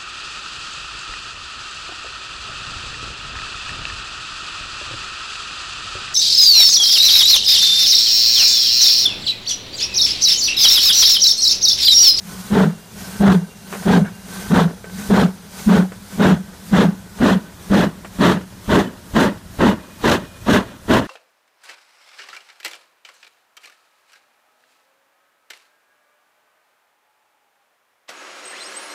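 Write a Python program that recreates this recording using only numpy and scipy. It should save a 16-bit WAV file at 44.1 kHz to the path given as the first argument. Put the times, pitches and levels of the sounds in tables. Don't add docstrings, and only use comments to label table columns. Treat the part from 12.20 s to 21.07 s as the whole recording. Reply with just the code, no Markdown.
import sys
import numpy as np
from scipy import signal
from scipy.fft import rfft, irfft, next_fast_len
from scipy.io import wavfile
from scipy.ndimage import uniform_filter1d, minimum_filter1d, map_coordinates

SR = 44100
rng = np.random.default_rng(int(sys.argv[2]) if len(sys.argv) > 2 else 0)


def nominal_scale(level):
    x = np.asarray(level, float) / 20
    return 10 ** x


def to_wav(sig):
    pcm = np.clip(np.atleast_2d(sig), -1, 1) * 32767
    pcm = np.round(pcm).astype(np.int16)
    wavfile.write(sys.argv[1], SR, pcm.T)


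N = 391166

# length in seconds, chimney note in dB, roar in dB, jet edge in dB,
# lean of the roar to its end in dB.
BEATS = [(.16, -11.5, -14, -29.5, 1), (.168, -10.5, -15, -31, 0), (.148, -10.5, -15.5, -29.5, -2),
         (.152, -13, -12.5, -27.5, 0), (.163, -12.5, -13.5, -29.5, .8), (.148, -9.5, -19, -32.5, 1.5),
         (.164, -10.5, -17, -28.5, -1), (.162, -12.5, -17.5, -28.5, -2.5), (.158, -13.5, -17.5, -27.5, -2),
         (.16, -13, -16.5, -26.5, .8), (.16, -12, -18, -25.5, 0), (.152, -17.5, -14.5, -25.5, 1.5),
         (.14, -17, -15.5, -24, 0), (.128, -21, -14.5, -25, -2.5), (.128, -22.5, -15.5, -19.5, -.8),
         (.125, -22, -14.5, -22.5, -2), (.112, -24, -13.5, -22.5, -1.5)]
# time in seconds, hot note in Hz, push in dB.
PORTS = [(.316, 198.4, -25), (1.005, 200.2, -19), (1.663, 189, -30), (2.303, 192.2, -27), (2.898, 204, -14),
         (3.472, 203.2, -14.5), (3.985, 195.1, -27), (4.522, 202, -20), (5.004, 205.6, -16),
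         (5.508, 202.7, -12.5), (5.994, 192.2, -20), (6.486, 222.1, -14), (6.944, 213.4, -12),
         (7.396, 223, -13.5), (7.838, 212.2, -22), (8.274, 220, -19), (8.69, 212, -31)]
# delay in seconds, share of the length held, rise in dB/s, fall in dB/s,
# arch in dB, echo in dB, echo fall in dB/s, share of the lean.
NOTE_SHAPE = (.006, 1.03, 1300, 340, 1.2, -21.5, 95, .1)
ROAR_SHAPE = (.012, .77, 950, 265, 3.3, -24.5, 92, .95)
JET_SHAPE = (.021, .83, 490, 390, 5.6, -23.5, 60, .55)
# time of full flow in seconds, hiss in dB,
# chimney draught in dB.
PUFFS = [(.1, -40.5, -24), (.81, -39.5, -37), (1.52, -40.5, -34), (2.14, -38.5, -35), (2.79, -38.5, -31),
         (3.39, -38.5, -39), (3.93, -41, -38), (4.47, -43.5, -42), (4.98, -46.5, -39), (5.46, -45, -43),
         (5.96, -46.5, -40), (6.45, -46, -43), (6.91, -47, -40), (7.36, -46, -42), (7.81, -47, -42),
         (8.24, -48, -42), (8.66, -52, -42)]
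# time in seconds, note in dB, roar in dB, jet edge in dB, hiss in dB.
IDLE = [(0, -45.5, -51.5, -57.5, -49.5), (4.5, -45.5, -53.5, -57.5, -50), (8.87, -51, -56, -58, -53)]
# time in seconds, level in dB.
JET_HISS = [(3, -13.5), (8, -10.4)]
# frequency in Hz, density in dB per Hz.
ROAR_NEAR = [(24, -57), (40, -45), (65, -14), (102, -23.5), (155, -5), (178, 5.5), (254, -6), (316, -20),
             (408, -10), (544, -19), (603, -17), (937, -18.5), (1150, -24.5), (1510, -20.5), (2300, -34.5),
             (2990, -64), (5060, -120)]
# frequency in Hz, density in dB per Hz.
ROAR_FAR = [(24, -55), (40, -11.5), (133, -4), (214, 6), (272, -0.5), (356, -4), (500, -9.5), (623, -7),
            (751, -18), (921, -10.5), (1250, -16), (1460, -14), (1940, -17), (2190, -26), (2300, -30.5),
            (2990, -24), (5060, -120)]
# time in seconds, share of the far colour from 0 to 1.
PASSING = [(3, 0), (8, 1)]
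# frequency in Hz, density in dB per Hz.
JET = [(1290, 0), (2200, -12), (2400, -3), (2630, -4), (3340, 0), (4280, -5), (4790, -11.5), (6430, -12),
       (9000, -23), (11700, -43), (19800, -120)]
# frequency in Hz, density in dB per Hz.
HISS = [(1470, 1), (2500, -2.5), (2720, -5), (2940, -4.5), (3270, -4), (4770, -1), (9180, -3),
        (10500, -4.5), (14200, -6.5), (15700, -10)]
# frequency in Hz, width in Hz, level in dB.
ORIFICE = [(3915, 50, 1), (5920, 70, 3), (6370, 150, -1), (8880, 70, 3), (9040, 70, 4)]
# time in seconds, level in dB.
ORIFICE_FADE = [(.6, -3), (1.2, 2), (3.2, 1), (4.6, -10), (5.5, -24)]
# time in seconds, peak in dB, t60 in seconds.
CLANKS = [(1.527, -15, 0.12), (1.537, -17, 0.12), (1.55, -20, 0.1), (2.643, -22.5, 0.097),
          (2.697, -29, 0.1), (1.85, -26, 0.25), (1.63, -24, 0.2), (3.72, -23, 0.13), (4.334, -31, 0.15),
          (4.987, -23, 0.1), (5.847, -18, 0.093), (6.663, -38, 0.1)]
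# frequency in Hz, density in dB per Hz.
ROD = [(120, -38), (200, -12), (407, 2.5), (966, -5.5), (1560, -2.5), (3220, -16), (4660, -33), (6060, -42),
       (8000, -19), (10400, -55), (17600, -120)]
# start in seconds, end in seconds, frequency in Hz, width in Hz, level in dB.
WHISTLES = [(.05, 0.31, 1490, 64.81, -51), (.78, 1.3, 1555, 55.56, -47), (1.399, 2.1, 1542, 75.6, -51),
            (2.099, 2.35, 1550, 45, -44), (2.62, 2.95, 1530, 49.6, -47.5), (3.3, 3.55, 1525, 66.93, -52),
            (3.6, 5, 1537, 64.81, -58), (4.652, 5.05, 1475, 37.04, -57), (5.15, 5.3, 1526, 55.56, -53),
            (0, 2.5, 2780, 48, -59), (7.5, 8.6, 2460, 80, -56.5), (6.655, 6.7, 3000, 90, -48),
            (7.95, 8.2, 1340, 30, -58), (1.842, 1.892, 1600, 380, -36.5), (1.86, 1.9, 2250, 90, -50),
            (3.36, 3.4, 950, 60, -52)]
# time in seconds, level in dB.
WHEELS = [(0.0, -45), (0.34, -40), (0.57, -48.5), (1.04, -37), (1.26, -56), (1.5, -44), (1.7, -32),
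          (1.98, -42.5), (2.96, -40.5), (3.14, -46), (4.67, -43.5), (5.44, -44), (5.53, -47), (6.13, -37),
          (6.25, -42.5), (8.27, -40.5), (8.72, -40), (8.87, -38)]
# frequency in Hz, density in dB per Hz.
RUMBLE = [(12, -61), (20, -3), (119, 0.5), (150, -12), (173, -2.5), (189, -18.5), (200, -22), (260, -27),
          (440, -120)]


def unit(x):
    return x / np.sqrt(np.mean(x ** 2) + 1e-20)


def curves(rows):
    time_s, *columns = np.transpose(rows)
    return [np.interp(np.arange(N) / SR, time_s, column) for column in columns]


def wobble(rate_hz, size=N):
    knots = rng.standard_normal(int(N * rate_hz / SR) + 4)
    return map_coordinates(knots, [np.arange(size) * rate_hz / SR])


def filtered(x, response):
    m = next_fast_len(N + 8192)
    return irfft(rfft(x, m) * response(np.fft.rfftfreq(m, 1 / SR)), m)[:N]


def gain_of(points):
    point_hz, db = np.transpose(points)
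    return lambda hz: nominal_scale(np.interp(np.log(hz + 1), np.log(point_hz + 1), db))


def rush(spectrum, patchy_db, lumpy_db, eddies_hz, size=6):
    lumpy = rng.standard_normal(N) * nominal_scale(lumpy_db * wobble(eddies_hz))
    z = signal.stft(lumpy, nperseg=512)[2]
    field = uniform_filter1d(rng.standard_normal(z.shape), size, 0)
    field = uniform_filter1d(field, size + 1, 1)
    patchy = signal.istft(z * nominal_scale(patchy_db * unit(field)), nperseg=512)[1][:N]
    return unit(filtered(patchy, gain_of(spectrum)))


def note(hz, width_hz, steady):
    noise = wobble(width_hz, size=len(hz)) + 1j * wobble(width_hz, size=len(hz))
    drift = (steady + noise) / np.sqrt(steady ** 2 + 2)
    return unit(np.real(drift * np.exp(2j * np.pi * np.cumsum(hz) / SR)))


def exhaust():
    note_db, roar_db, jet_db, _ = controls()
    flutter_db = 1.5 * wobble(22)
    roar_db, jet_db = roar_db + flutter_db, jet_db + flutter_db

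    far = np.clip(curves(PASSING)[0], 0, 1)
    near_roar = rush(ROAR_NEAR, patchy_db=2.6, lumpy_db=2.3, eddies_hz=110, size=2)
    far_roar = rush(ROAR_FAR, patchy_db=2.2, lumpy_db=1.6, eddies_hz=110, size=2)
    roar = np.sqrt(1 - far) * near_roar + np.sqrt(far) * far_roar
    chimney_band = filtered(roar, lambda hz: np.exp(-((hz - 190) / 55) ** 2))
    roar = roar - (.8 - 0.3 * far) * chimney_band
    roar = roar / np.std(filtered(roar, lambda hz: hz > 300))
    jet = rush(JET, patchy_db=1.5, lumpy_db=1.5, eddies_hz=130, size=3)

    t = np.arange(N) / SR
    port = np.maximum(np.searchsorted(np.transpose(PORTS)[0], t + .02) - 1, 0)
    opened_s, hot_hz, _ = np.transpose(PORTS)[:, port]
    since_s = t - opened_s
    idle_hz, sag_hz = 188, 7
    rise_hz = (hot_hz - idle_hz) * np.exp(-(since_s / .13) ** 2)
    note_hz = idle_hz + rise_hz - sag_hz * np.exp(-((since_s - .17) / .07) ** 2)
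    boom = note(note_hz, width_hz=52, steady=0.86)
    shut = np.clip((since_s + .02) / .014, .25, 1)

    upper = filtered(roar, lambda hz: hz ** 2 / (hz ** 2 + 800 ** 2))
    bright_db = np.clip(.5 * (jet_db - roar_db + 10.5), -9, 4)
    bright_db = bright_db - 4.1 * np.exp(-(since_s / 0.021) ** 2)
    roar = roar + (nominal_scale(bright_db) - 1) * upper
    chimney = nominal_scale(note_db + 1.1 - 3.2 * far) * boom + nominal_scale(roar_db + 2.0) * roar
    return shut * chimney + nominal_scale(jet_db + 2.8) * jet


def swells(start_s, end_s, top_db, rise_db_per_s, fall_db_per_s, arch_db=0.0, lean_db=0.0):
    t = np.arange(N * 1000 // SR + 2)[:, None] / 1000
    across = np.clip((2 * t - start_s - end_s) / (end_s - start_s), -1, 1)
    rise_db = rise_db_per_s * np.maximum(start_s - t, 0)
    fall_db = fall_db_per_s * np.maximum(t - end_s, 0)
    db = top_db - rise_db - fall_db - arch_db * across ** 2 + lean_db * across
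    return np.sum(nominal_scale(2 * db), axis=1)


def blast(top_db, shape):
    late_s, held, rise, fall, arch_db, echo_db, echo_fall, leans = shape
    opened_s = np.transpose(PORTS)[0]
    length_s, *_, lean_db = np.transpose(BEATS)
    start_s, end_s = opened_s + late_s, opened_s + held * length_s
    direct = swells(start_s, end_s, top_db, rise, fall, arch_db, leans * lean_db)
    return direct + swells(start_s, end_s, top_db + echo_db, rise, echo_fall)


def controls():
    length_s, note_db, roar_db, jet_db, _ = np.transpose(BEATS)
    full_s, hiss_db, draught_db = np.transpose(PUFFS)
    puff_end_s = np.transpose(PORTS)[0] + .7 * length_s

    def puff(db):
        return swells(full_s, puff_end_s, db, rise_db_per_s=120, fall_db_per_s=170)

    jet, roar = blast(jet_db, JET_SHAPE), blast(roar_db, ROAR_SHAPE)
    dip = nominal_scale(2 * -3.2 * roar / (roar + nominal_scale(2 * -22)))
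    fizz = blast(jet_db + np.interp(full_s, *np.transpose(JET_HISS)), JET_SHAPE)
    powers = [
        blast(note_db, NOTE_SHAPE) + puff(draught_db),
        roar + puff(draught_db - 13),
        jet + puff(hiss_db - 11),
        fizz + dip * puff(hiss_db),
    ]
    ms = np.arange(N) * 1000 / SR
    levels_db = []
    for power, idle_db in zip(powers, curves(IDLE)):
        moving = np.interp(ms, np.arange(len(power)), power)
        levels_db.append(10 * np.log10(moving + nominal_scale(2 * idle_db)))
    return levels_db


def thumps():
    push, t = np.zeros(N + SR), np.arange(SR // 5) / SR
    u = t / 0.0048
    pulse = u * (2 - u) * np.exp(-u) * 2
    for opened_s, hot_hz, db in PORTS:
        ring = nominal_scale(3 - 60 * t / 0.19) * (1 - np.exp(-t / 0.015)) * np.sin(2 * np.pi * hot_hz * t)
        push[round((opened_s - .006) * SR):][:len(t)] -= nominal_scale(db) * (pulse + ring)
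    return push[:N]


def leak():
    hiss = rush(HISS, patchy_db=1.34, lumpy_db=0.6, eddies_hz=40)

    def resonances(hz):
        total = 0
        for k, (centre_hz, width_hz, db) in enumerate(ORIFICE):
            damping = 1j * hz * width_hz
            total = total + (-1) ** k * nominal_scale(db) * damping / (centre_hz ** 2 - hz ** 2 + damping)
        return total

    ringing = filtered(hiss[::-1], resonances)
    return nominal_scale(controls()[3] + 2.5) * (hiss + nominal_scale(curves(ORIFICE_FADE)[0]) * ringing)


def rods():
    blows, t = np.zeros(N + SR), np.arange(SR // 4) / SR
    tick = 0.7 * nominal_scale(-60 * t / .012)
    for start_s, db, t60_s in CLANKS:
        rattle = nominal_scale(-60 * t / np.clip(t60_s, .03, .3))
        burst = rng.standard_normal(len(t)) * (rattle + tick)
        blows[round(start_s * SR):][:len(t)] += nominal_scale(db + 1.5) * burst
    return filtered(blows[:N], gain_of(ROD))


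def whistles():
    tones = np.zeros(N + SR)
    for start_s, end_s, hz, width_hz, db in WHISTLES:
        u = np.linspace(0, 1, round((end_s - start_s) * SR))
        soft = np.clip(np.minimum(u, 1 - u) / 0.13, 0, 1)
        pitch_hz = hz * (1 + .005 * wobble(7.7, size=len(u)))
        tone = note(pitch_hz, width_hz, steady=0.75)
        tones[round(start_s * SR):][:len(u)] += nominal_scale(db) * soft * tone
    return tones[:N]


def wheels():
    level_db = curves(WHEELS)[0] + 1.5 * wobble(5)
    return nominal_scale(level_db) * rush(RUMBLE, patchy_db=1.5, lumpy_db=1.5, eddies_hz=14)


def scene():
    return (exhaust() + thumps() + leak() + rods() + whistles() + wheels())[None]


def roll_off(x):
    return signal.sosfilt(signal.butter(12, 15890, fs=SR, output="sos"), x)


def record(dry):
    top_hz = 15295
    heard = filtered(dry[0], lambda hz: hz ** 2 / (hz ** 2 + 37 ** 2) * (hz < top_hz))[None]
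    need = np.minimum(1, .71 / (np.abs(heard) + 1e-9))
    held = minimum_filter1d(need, size=441, axis=1)
    gain = uniform_filter1d(held, size=221, axis=1)
    mix = filtered((heard * gain)[0], lambda hz: hz < top_hz)[None]
    return roll_off(mix)


dry = scene()
out = record(dry)
to_wav(out)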